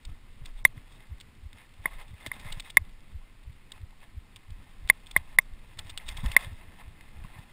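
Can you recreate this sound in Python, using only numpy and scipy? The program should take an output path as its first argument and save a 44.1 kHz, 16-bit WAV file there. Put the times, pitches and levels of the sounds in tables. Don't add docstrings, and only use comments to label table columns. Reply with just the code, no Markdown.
import sys
import numpy as np
from scipy import signal
from scipy.fft import rfft, irfft
from scipy.io import wavfile
from scipy.ndimage import uniform_filter1d

SR = 44100
rng = np.random.default_rng(int(sys.argv[2]) if len(sys.argv) > 2 else 0)


def store_pcm(level_fs):
    pcm = np.round(np.clip(level_fs, -1, 1) * 32767).astype(np.int16)
    wavfile.write(sys.argv[1], SR, np.atleast_2d(pcm).T)


def field_ratio(decibels):
    return 10 ** (np.asarray(decibels, dtype=float) / 20)


N = 331632


def level(x, db):
    return x * field_ratio(db) / np.sqrt(np.mean(x ** 2))


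def band(x, lo_hz, hi_hz, order=2):
    return signal.sosfilt(signal.butter(order, [lo_hz, hi_hz], "band", fs=SR, output="sos"), x)


def ring(force, hz, db, t60):
    pole = np.exp(2j * np.pi * hz / SR - np.log(1000) / (t60 * SR))
    return field_ratio(db) * signal.lfilter([0, pole.imag], [1, -2 * pole.real, abs(pole) ** 2], force)


def ring_all(force, modes):
    return sum(ring(force, hz, db, t60) for hz, db, t60 in modes)


def decay(force, time_s):
    return signal.lfilter([1], [1, -np.exp(-1 / (time_s * SR))], force)


def blows(s, size):
    x = np.zeros(N)
    np.add.at(x, np.minimum((s * SR).astype(int), N - 1), size)
    return x


def walk(rate_hz):
    k = int(SR / rate_hz)
    held = np.repeat(rng.standard_normal(N // k + 1), k)
    return uniform_filter1d(uniform_filter1d(held, k), k)[:N]


def grit(per_s, scatter_db):
    hit = rng.random(N) < per_s / SR
    return hit * rng.standard_normal(N) * field_ratio(scatter_db * rng.exponential(size=N))


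def peaks(s, db, rise, fall, hold=0):
    t = np.arange(0, N + 64, 64) / SR
    late = t[:, None] - s
    fade_db = np.minimum(late, 0) * rise - np.maximum(late - hold, 0) * fall
    gain = np.sqrt(np.sum(field_ratio(db + fade_db) ** 2, axis=1))
    return np.interp(np.arange(N) / SR, t, gain)


# start_s [s], roughness_db [dB]
TRAIL_ROUGHNESS = [(0, 0), (.5, 2), (.95, 5), (1.5, -1), (1.85, 4), (2.2, 7), (2.48, 11), (2.75, 4),
                   (3.3, -1), (4.2, -1), (4.6, 4), (5.15, 7), (5.68, 6), (6.0, 9), (6.3, 13), (6.55, 11),
                   (6.9, 7), (7.52, 9)]


def roughness():
    s, db = np.transpose(TRAIL_ROUGHNESS)
    return np.interp(np.arange(N) / SR, s, db)


# pitch_hz [Hz], level_db [dB per Hz]
HISS_SPECTRUM = [(120, -21), (200, -7), (695, -14.5), (936, -11.5), (1060, -7.5), (1170, -8.5), (1650, -12),
                 (2070, -9.5), (4380, -17.5), (5900, -20.5), (7670, -43), (13000, -120)]


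def hiss():
    hz, db = np.transpose(HISS_SPECTRUM)
    log_hz = np.log(np.fft.rfftfreq(N, 1 / SR) + 1)
    shape_db = np.interp(log_hz, np.log(hz), db + 2.6 * (hz > 2000))
    return level(irfft(rfft(rng.standard_normal(N)) * field_ratio(shape_db), N), -65)


# start_s [s], level_db [dB], fade_db_s [dB/s]
TORSO_LEANS = [(.1, -37, 180), (.54, -38, 45), (1.13, -43, 170), (1.46, -45, 120), (1.8, -51, 90),
               (1.97, -40, 90), (2.53, -34, 140), (2.89, -42, 70), (3.18, -40, 140), (3.47, -49, 50),
               (3.94, -49, 20), (4.55, -40, 170), (4.84, -42, 90), (5.17, -43, 90), (5.34, -40, 125),
               (5.53, -40, 110), (6.1, -41, 30), (6.26, -31, 140), (6.51, -43, 70), (6.87, -45, 170),
               (7.2, -41, 80)]


def rumble(rough):
    low = band(np.cumsum(rng.standard_normal(N)), 55, 700, order=1)
    low = low + .9 * band(low, 60, 140) + .55 * band(low, 130, 330)
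    low = low * field_ratio(2.5 * walk(19))
    deep = band(rng.standard_normal(N), 8, 31, order=4)
    sway = deep / np.sqrt(uniform_filter1d(deep ** 2, size=SR // 12))
    s, db, fade = np.transpose(TORSO_LEANS)
    low_gain = field_ratio(-60 + .35 * rough)
    sway_gain = np.hypot(field_ratio(-60.5 + .6 * rough), peaks(s, db + 1.5, fade, fade))
    return low_gain * level(low, 1.2) + sway_gain * level(sway, -1.5)


# start_s [s], level_db [dB], brightness_db [dB], hold_s [s]
STRAP_SCUFFS = [(.09, -65, -6, .04), (.46, -61, -3, .03), (.575, -63, -1, .025), (.772, -60, -15, .01),
                (.92, -69, 3, .04), (1.0, -62, -10, .04), (1.57, -58, -11, .05), (1.915, -56, -8, .03),
                (1.99, -53, -8, .03), (2.2, -56, -7, .03), (2.262, -54, -12, .012), (2.335, -55, -5, .025),
                (2.415, -57, -3, .03), (2.458, -51, -6, .05), (2.52, -52, -4, .02), (2.65, -53, -8, .045),
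                (3.725, -60, -12, .06), (4.028, -57, -16, .015), (2.572, -55, -4, .012),
                (5.28, -59, -8, .04), (5.785, -55, -10, .02), (5.855, -60, -1, .05), (5.995, -55, -9, .03),
                (6.075, -53, -3, .045), (6.165, -51, -8, .04), (6.245, -48, -6, .05),
                (6.315, -50, -3, .035), (6.402, -47, -5, .045), (6.79, -57, -10, .03),
                (7.248, -53, -16, .006), (7.35, -57, -13, .05)]
# pitch_hz [Hz], level_db [dB], t60_s [s]
DULL_MODES = [(650, -18, .014), (890, -11, .018), (1070, -8, .016), (1320, -12, .012), (1820, -9, .016),
              (2080, -6, .016), (2520, -10, .013)]
BRIGHT_MODES = [(2850, -10, .008), (3430, -4.5, .014), (3680, -3, .015), (4700, -14, .005),
                (5250, -13, .007)]


def flicker(grains, modes):
    return sum(level(ring(grains * field_ratio(2.8 * walk(45)), hz, 0, t60), db) for hz, db, t60 in modes)


def rustle(rough):
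    dull = grit(4000, 1.5) * field_ratio(1.8 * walk(60))
    fine = grit(4500, 1.9) * field_ratio(2.6 * walk(60))
    body = flicker(dull, DULL_MODES) + level(band(dull, 700, 3400), -8.5)
    top = flicker(fine, BRIGHT_MODES) + level(band(fine, 2400, 5600), -11)
    shivers = [(s, -53, -7, .015) for s, _, side, *_ in MOUNT_KNOCKS if side]
    s, db, bright_db, hold = np.transpose([*STRAP_SCUFFS, *shivers])
    rise, fall = 600, 480
    body_gain = np.hypot(field_ratio(-70 + rough), peaks(s, db, rise, fall, hold))
    top_gain = np.hypot(field_ratio(-78 + .8 * rough), peaks(s, db + bright_db, rise, fall, hold))
    return body_gain * band(body, 550, 5000, order=3) + top_gain * top


# pitch_hz [Hz], t60_s [s], front_swing [signed gain], back_swing [signed gain]
SHELL_MODES = [(627, .0365, -.019, .048), (1073, .026, .13, -.175), (1759, .0088, .9, -.98),
               (2006, .0082, -2.61, 2.61), (2124, .0202, .93, -1.17), (2162, .0124, .65, -.29),
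               (2370, .012, -.17, -.03), (2578, .0244, .07, -.03), (3470, .014, -.10, .09),
               (3676, .02, .05, -.05), (150, .04, 0, -.09), (2520, .028, .035, .04), (3525, .02, .07, -.02),
               (4750, .011, -.06, 0)]


def shell(push, side=0):
    return sum(swing[side] * ring(push, hz, 0, t60) for hz, t60, *swing in SHELL_MODES)


# start_s [s], level_db [dB], shell_share_db [dB], treble_tilt_db [dB]
LONE_CLICKS = [(0.5906, -49, -10, -9), (0.778, -56, 11, -22), (1.0688, -55, 1, -11), (1.1818, -52, -6, -10),
               (1.5297, -43, -5, 3), (1.5843, -49, 2, -10), (1.9602, -53, -9, -8), (2.1412, -53, -3, -8),
               (2.219, -52, -4, -10), (2.2629, -30, 2, -8), (2.3404, -46, -5, -1), (2.5222, -37, -13, -4),
               (2.6242, -48, -6, -21), (2.7062, -42, -12, -8), (4.5053, -47, -11, 0),
               (4.6917, -52, -13, -6), (4.8757, -39, -14, -12), (4.8975, -38, -12, -8),
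               (5.1735, -31, -16, -1), (5.5354, -53, 0, -14), (5.7737, -49, 0, 1), (5.8704, -48, -12, -15),
               (6.2602, -29, -11, -8), (5.898, -38, -12, -8), (6.4077, -44, 0, -11), (6.4469, -41, -3, -13),
               (6.5297, -52, -4, -17), (7.0091, -41.5, 0, -5)]
# start_s [s] of the main contact, level_db [dB], touch_before [ms],
# rebound_after [ms], rebound_db [dB]; 0 ms = none
BUCKLE_BOUNCES = [(.0522, -39, 2.5, 2.5, -9), (.4503, -48, 0, 2.5, -4), (.4572, -36, 0, 2.8, -2),
                  (1.2012, -43, 0, 3.8, -1), (1.2105, -40, 3.4, 1.5, -4), (1.7386, -53, 0, 3.2, -3),
                  (1.9987, -49, 0, 3.2, -3), (2.0806, -51, 0, 4, -3), (2.2667, -31, 0, 2.8, -3),
                  (2.3968, -43, 2.8, 3, 1), (2.5256, -29, 1.8, 1.5, -7), (2.5982, -29, 0, 4, -1),
                  (2.7009, -35, 3, 2.5, -4), (2.8932, -55, 0, 4.2, -3), (3.7196, -35, 1.5, 2, -6),
                  (4.3606, -38, 0, 4.3, -2), (4.8908, -33, 3, 2.1, -3), (5.0683, -41, 7, 5, -6),
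                  (5.1121, -36, 2, 2.5, -3), (5.7904, -29, 2.5, 2.1, -1), (5.8958, -36, 0, 4.4, 2),
                  (5.9084, -40, 3.2, 0, -3), (5.976, -23, 0, 6.3, -11), (6.0829, -34, 2.9, 0, -3),
                  (6.0876, -25, 0, 2, -8), (6.0989, -39, 3.5, 0, -3), (6.1699, -32, 1.5, 4.1, -2),
                  (6.3166, -29, 2, 2.5, -4)]
BUCKLE_TICKS = [.0984, .7694, .88, 1.3513, 1.6922, 2.8505, 2.9349, 3.0058, 3.1185, 3.4352, 3.5294, 3.8154,
                3.9073, 4.004, 4.6285, 4.8409, 4.9354, 5.0009, 5.3272, 7.1824]


def contacts():
    s, db, before_ms, after_ms, rebound_db = np.transpose(BUCKLE_BOUNCES)
    touch_db = db - 8 - 99 * (before_ms < 1)
    rebound_db = db + rebound_db - 99 * (after_ms < 1)
    ticks = len(BUCKLE_TICKS)
    s = np.r_[s, s - before_ms * 1e-3, s + after_ms * 1e-3, BUCKLE_TICKS]
    db = np.r_[db, touch_db, rebound_db, np.full(ticks, -55.5)]
    faint = np.arange(len(s)) >= len(s) - ticks
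    share_db, tilt_db = 2 * rng.standard_normal((2, len(s)))
    share_db = share_db + np.where(faint, -8, -19)
    tilt_db = tilt_db + np.where(faint, -4, -7)
    return np.c_[np.transpose(LONE_CLICKS), np.array([s, db, share_db, tilt_db])]


# pitch_hz [Hz], level_db [dB], t60_s [s]
BUCKLE_MODES = [(2330, -7, .006), (2898, -5.5, .006), (3400, -3, .011), (3660, -3, .012), (4600, -13, .005),
                (5200, -9, .004)]
# pitch_hz [Hz], level_db [dB], t60_s [s]
PANEL_MODES = [(180, -32, .03), (390, -29, .016), (510, -33, .014), (870, -24, .011), (1380, -24, .012)]


def rattle():
    s, db, share_db, tilt_db = contacts()
    chance = rng.standard_normal((3 * len(BUCKLE_MODES) + 1, len(s)))
    metal = np.zeros(N)
    for k, (hz, mode_db, t60) in enumerate(BUCKLE_MODES):
        size_chance, lag_chance, gap_chance = chance[3 * k:3 * k + 3]
        tilted_db = db + .6 * (tilt_db + 6) * np.log2(hz / 3600)
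        size = field_ratio(tilted_db + 1.9 * size_chance) * np.sign(lag_chance)
        first = s + .0004 * abs(lag_chance)
        second = first + .0009 * (1 + abs(gap_chance))
        metal += ring(blows(first, size) + blows(second, -.4 * size), hz, mode_db, t60)
    burst = decay(blows(s, field_ratio(db)), .0026) * level(band(rng.standard_normal(N), 2200, 5200), -8.5)
    push = blows(s - .0008, field_ratio(db + share_db) * np.sign(chance[-1]))
    body = shell(push) + field_ratio(11) * ring_all(push, PANEL_MODES)
    return field_ratio(-1.2) * metal + burst + field_ratio(-1.5) * body


# start_s [s], level_db [dB], pitch_hz [Hz], direction [+-1]
CHEST_BEATS = [(0.113, -35, 55, 1), (0.439, -37, 66, 1), (0.778, -34, 99, 1), (1.128, -32, 73, -1),
               (1.464, -34, 68, -1), (1.802, -39, 76, -1), (2.146, -37, 74, -1), (2.469, -38, 89, 1),
               (2.821, -29, 67, -1), (3.161, -31.5, 62, -1), (3.48, -36, 67, 1), (3.838, -32, 74, 1),
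               (4.177, -34.5, 67, 1), (4.523, -34, 69, -1), (4.856, -34, 53, -1), (5.217, -41, 70, -1),
               (5.533, -39, 59, -1), (5.855, -38, 90, 1), (6.188, -36, 106, -1), (6.534, -35, 70, 1),
               (6.882, -37, 63, -1), (7.192, -36, 57, -1)]
BODY_JOLTS = [(0.077, -34, 57, -1), (.422, -37, 105, 1), (2.115, -38, 85, -1), (2.283, -37, 93, -1),
              (2.515, -41, 127, 1), (2.577, -37, 118, -1), (3.502, -37, 95, -1), (3.818, -39, 80, 1),
              (4.491, -40, 86, -1), (5.797, -40, 73, 1), (5.926, -41, 74, -1), (6.09, -40, 57, -1),
              (6.123, -39, 66, -1), (6.157, -41, 54, -1), (6.264, -23, 58, 1), (6.301, -34, 95, 1),
              (6.474, -32.5, 92, -1), (6.687, -41, 79, -1), (7.249, -36.5, 141, -1), (7.393, -36, 109, 1)]
ROOT_JOLTS = [
    (2.268, -38, 260, 1),
    (2.459, -37, 130, 1),
    (6.238, -26, 135, 1),
    (6.247, -30, 170, 1),
    (6.274, -25, 60, -1),
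]
CHEST_SWINGS = [(.096, -37, 85, -1), (1.1, -41, 70, 1), (1.115, -37, 79, -1), (1.137, -39, 50, 1),
                (1.438, -36, 62, -1), (2.135, -40, 113, -1), (2.798, -38, 50, -1), (3.137, -41, 48, -1),
                (3.46, -42, 59, 1), (4.151, -42, 51, -1), (4.185, -37, 63, -1), (4.505, -40, 96, 1),
                (4.831, -37, 61, -1), (5.183, -37, 69, 1), (5.19, -38, 64, -1), (5.772, -40, 75, 1),
                (6.063, -43, 62, 1), (6.101, -41, 45, 1), (6.251, -31, 124, 1), (6.294, -35, 45, -1),
                (6.344, -42, 58, 1), (6.501, -43, 82, -1), (6.516, -41, 94, -1), (7.22, -36, 61, -1),
                (7.367, -43, 98, -1)]


def thuds():
    out = np.zeros(N + SR)
    t = np.arange(-SR // 16, SR // 16) / SR

    def swing(hz, way, cycles):
        return way * np.cos(2 * np.pi * hz * t) * np.exp(-(t * hz / cycles) ** 2)

    recoils = [(s + .005, db, 138 if side else 112, -1) for s, _, side, db, _ in MOUNT_KNOCKS]
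    for s, db, hz, way in [*CHEST_BEATS, *BODY_JOLTS, *ROOT_JOLTS, *recoils]:
        noise = level(band(rng.standard_normal(len(t)), 40, 110, order=4), -12 - .09 * hz)
        shudder = noise * np.exp(-((t + .012) / .018) ** 2)
        out[int((s + t[0]) * SR):][:len(t)] += field_ratio(db) * (shudder + swing(hz, way, .6))
    for s, db, hz, way in CHEST_SWINGS:
        out[int((s + t[0]) * SR):][:len(t)] += field_ratio(db) * swing(hz, way, .42)
    return out[:N]


# start_s [s], length_s [s], above_hz [Hz]
TREBLE_DROPOUTS = [
    (.632, .012, 1600),
    (2.783, .007, 4500),
    (4.909, .011, 3200),
    (5.368, .014, 1500),
    (5.403, .008, 2800),
    (6.35, .012, 4000),
]


def dip_treble(x):
    t = np.arange(N) / SR
    for s, length, hz in TREBLE_DROPOUTS:
        gate = uniform_filter1d(((t > s) & (t < s + length)) * 1., size=SR // 500)
        part = slice(int((s - .05) * SR), int((s + .05) * SR))
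        high_pass = signal.butter(4, hz, "high", fs=SR, output="sos")
        treble = np.zeros_like(x)
        treble[:, part] = signal.sosfiltfilt(high_pass, x[:, part])
        x = x - gate * treble
    return x


# start_s [s], length_s [s], level_db [dB], top_hz [Hz]
CHIRP_SPRAYS = [
    (.644, .005, -53, 9000),
    (.656, .022, -54, 15000),
    (5.393, .008, -63, 12000),
    (5.411, .014, -63, 9000),
    (6.372, .006, -60, 9000),
]


def spray():
    out = np.zeros(N)
    lead_s, low_hz = .01, 3200
    for s, length, db, top_hz in CHIRP_SPRAYS:
        when, pitch, size = rng.random((3, 24))
        late = np.arange(SR // 20)[:, None] / SR - lead_s - when * length
        hz = low_hz + pitch * (top_hz - low_hz)
        gain = field_ratio(db - 9 * size) * np.sqrt(length / .022)
        chirps = gain * np.exp(-(late / .0022) ** 2) * np.sin(2 * np.pi * hz * late)
        out[int((s - lead_s) * SR):][:SR // 20] += chirps.sum(axis=1)
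    return out


MOUNT_KNOCKS = [
    (0.65051, -0.5, 0, -32, 7),
    (1.85649, -13.3, 1, -55, 5),
    (2.31538, -21.4, 0, -50, -2),
    (2.76981, -0.0, 0, -35, -3),
    (4.89873, -0.3, 0, -38, -3),
    (5.16301, -5.2, 1, -50, -2),
    (5.38606, -1.0, 0, -41, -1),
    (6.3648, -0.2, 0, -42, 3),
]
# pitch_hz [Hz], level_db [dB], t60_s [s]
EDGE_MODES = [(2400, -12, .006), (3500, -28, .013), (3800, -20, .010), (5500, -27, .005)]


def knocks():
    s, db, side, _, loose_db = np.transpose(MOUNT_KNOCKS)
    front = blows(s, field_ratio(db + .8) * (side == 0))
    back = blows(s, field_ratio(db + .8) * (side == 1))
    hard_db = 1.6 * db - side
    hard = blows(s + .0003, field_ratio(hard_db))
    bitten = blows(s + .0003, field_ratio(hard_db + loose_db))
    near_back = uniform_filter1d(back, size=SR // 500) > 0
    top_push = bitten * (1 - .6 * near_back)
    edge = np.zeros(N)
    for k, mode in enumerate(EDGE_MODES):
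        way = 1 if k == 2 else -1
        edge += way * ring(hard if k < 3 else top_push, *mode)
    crack = decay(bitten, .0028) * level(band(rng.standard_normal(N), 2500, 5700), -32)
    shake = blows(s + .0002, field_ratio(db - 3 + (7 + loose_db) * side) * (2 * side - 1))
    late = np.arange(N) / SR - s[:, None]
    build = 1 - np.sum(np.exp(-(late / .00045) ** 2), axis=0)
    return build * (shell(front) + shell(back, side=1) + edge + crack + ring_all(shake, PANEL_MODES))


# start_s [s], level_db [dB], pitch_hz [Hz]
CASE_RINGS = [(1.008, -52, 2060), (1.85695, -35, 1075), (1.864, -43, 620), (1.876, -46, 1980),
              (1.933, -50, 2080), (1.942, -50, 2080), (1.989, -46, 2080), (2.009, -47, 1070),
              (2.012, -49, 2080), (2.263, -39, 1070), (2.264, -43, 620), (2.274, -45, 1750),
              (2.3152, -40, 1075), (2.208, -48, 2080), (2.226, -50, 3550), (2.236, -48, 2050),
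              (2.415, -52, 890), (2.429, -48, 1850), (2.466, -44, 2080), (2.472, -48, 1050),
              (2.476, -43, 2080), (2.486, -40, 2080), (2.5, -43, 2100), (2.505, -49, 1250),
              (2.532, -46, 2100), (2.656, -47, 1950), (2.661, -46, 2100), (2.673, -51, 1070),
              (3.497, -56, 2050), (3.928, -54, 900), (4.03, -49, 1070), (5.168, -36, 3680),
              (5.999, -46, 2080), (6.102, -41, 2080), (6.11, -44, 2080), (6.145, -49, 1850),
              (6.183, -47, 1070), (6.192, -44, 2080), (6.241, -42, 1070), (6.25, -42, 900),
              (6.262, -44, 1850), (6.283, -47, 3600), (6.291, -49, 1070), (6.344, -46, 3600),
              (6.41, -46, 3600), (6.425, -46, 3600), (6.3, -44, 2080), (6.329, -43, 2100), (6.33, -46, 1070),
              (6.337, -41, 2080), (6.348, -45, 1070), (6.406, -41, 2120), (6.412, -44, 1070),
              (6.423, -39, 2030), (6.427, -46, 2520), (6.436, -44, 2100), (6.811, -52, 2080),
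              (7.247, -44, 1070), (7.356, -50, 1070), (7.401, -53, 950)]


def taps():
    out = np.zeros(N + SR)
    t = np.arange(SR // 25) / SR
    rise_s, t60_s = .0012, .019
    shape = (1 - np.exp(-t / rise_s)) * np.exp(-np.log(1000) * t / t60_s)
    for s, db, hz in CASE_RINGS:
        out[int(s * SR):][:len(t)] += field_ratio(db + .3) * shape / shape.max() * np.sin(2 * np.pi * hz * t)
    return out[:N]


def scene():
    rough = roughness()
    steady = hiss() + rumble(rough) + rustle(rough)
    return (steady + rattle() + thuds() + knocks() + taps())[None]


def top_cut(x):
    return signal.sosfilt(signal.butter(12, 15690, fs=SR, output="sos"), x)


def record(dry):
    hold_hz, steps = 12000, 4
    guard = signal.butter(4, 6100, fs=SR, output="sos")
    slow = signal.resample_poly(signal.sosfiltfilt(guard, dry), hold_hz, SR, axis=1)
    held = np.repeat(np.clip(slow, -.9, .9), steps, axis=1)
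    out = signal.resample_poly(held, SR, steps * hold_hz, axis=1)[:, 1:N + 1]
    out = np.pad(out, ((0, 0), (0, N - out.shape[1])))
    out = signal.sosfiltfilt(signal.butter(8, 15400, fs=SR, output="sos"), out)
    return top_cut(np.clip(dip_treble(out) + spray(), -1, 1))


dry = scene()
out = record(dry)
store_pcm(out)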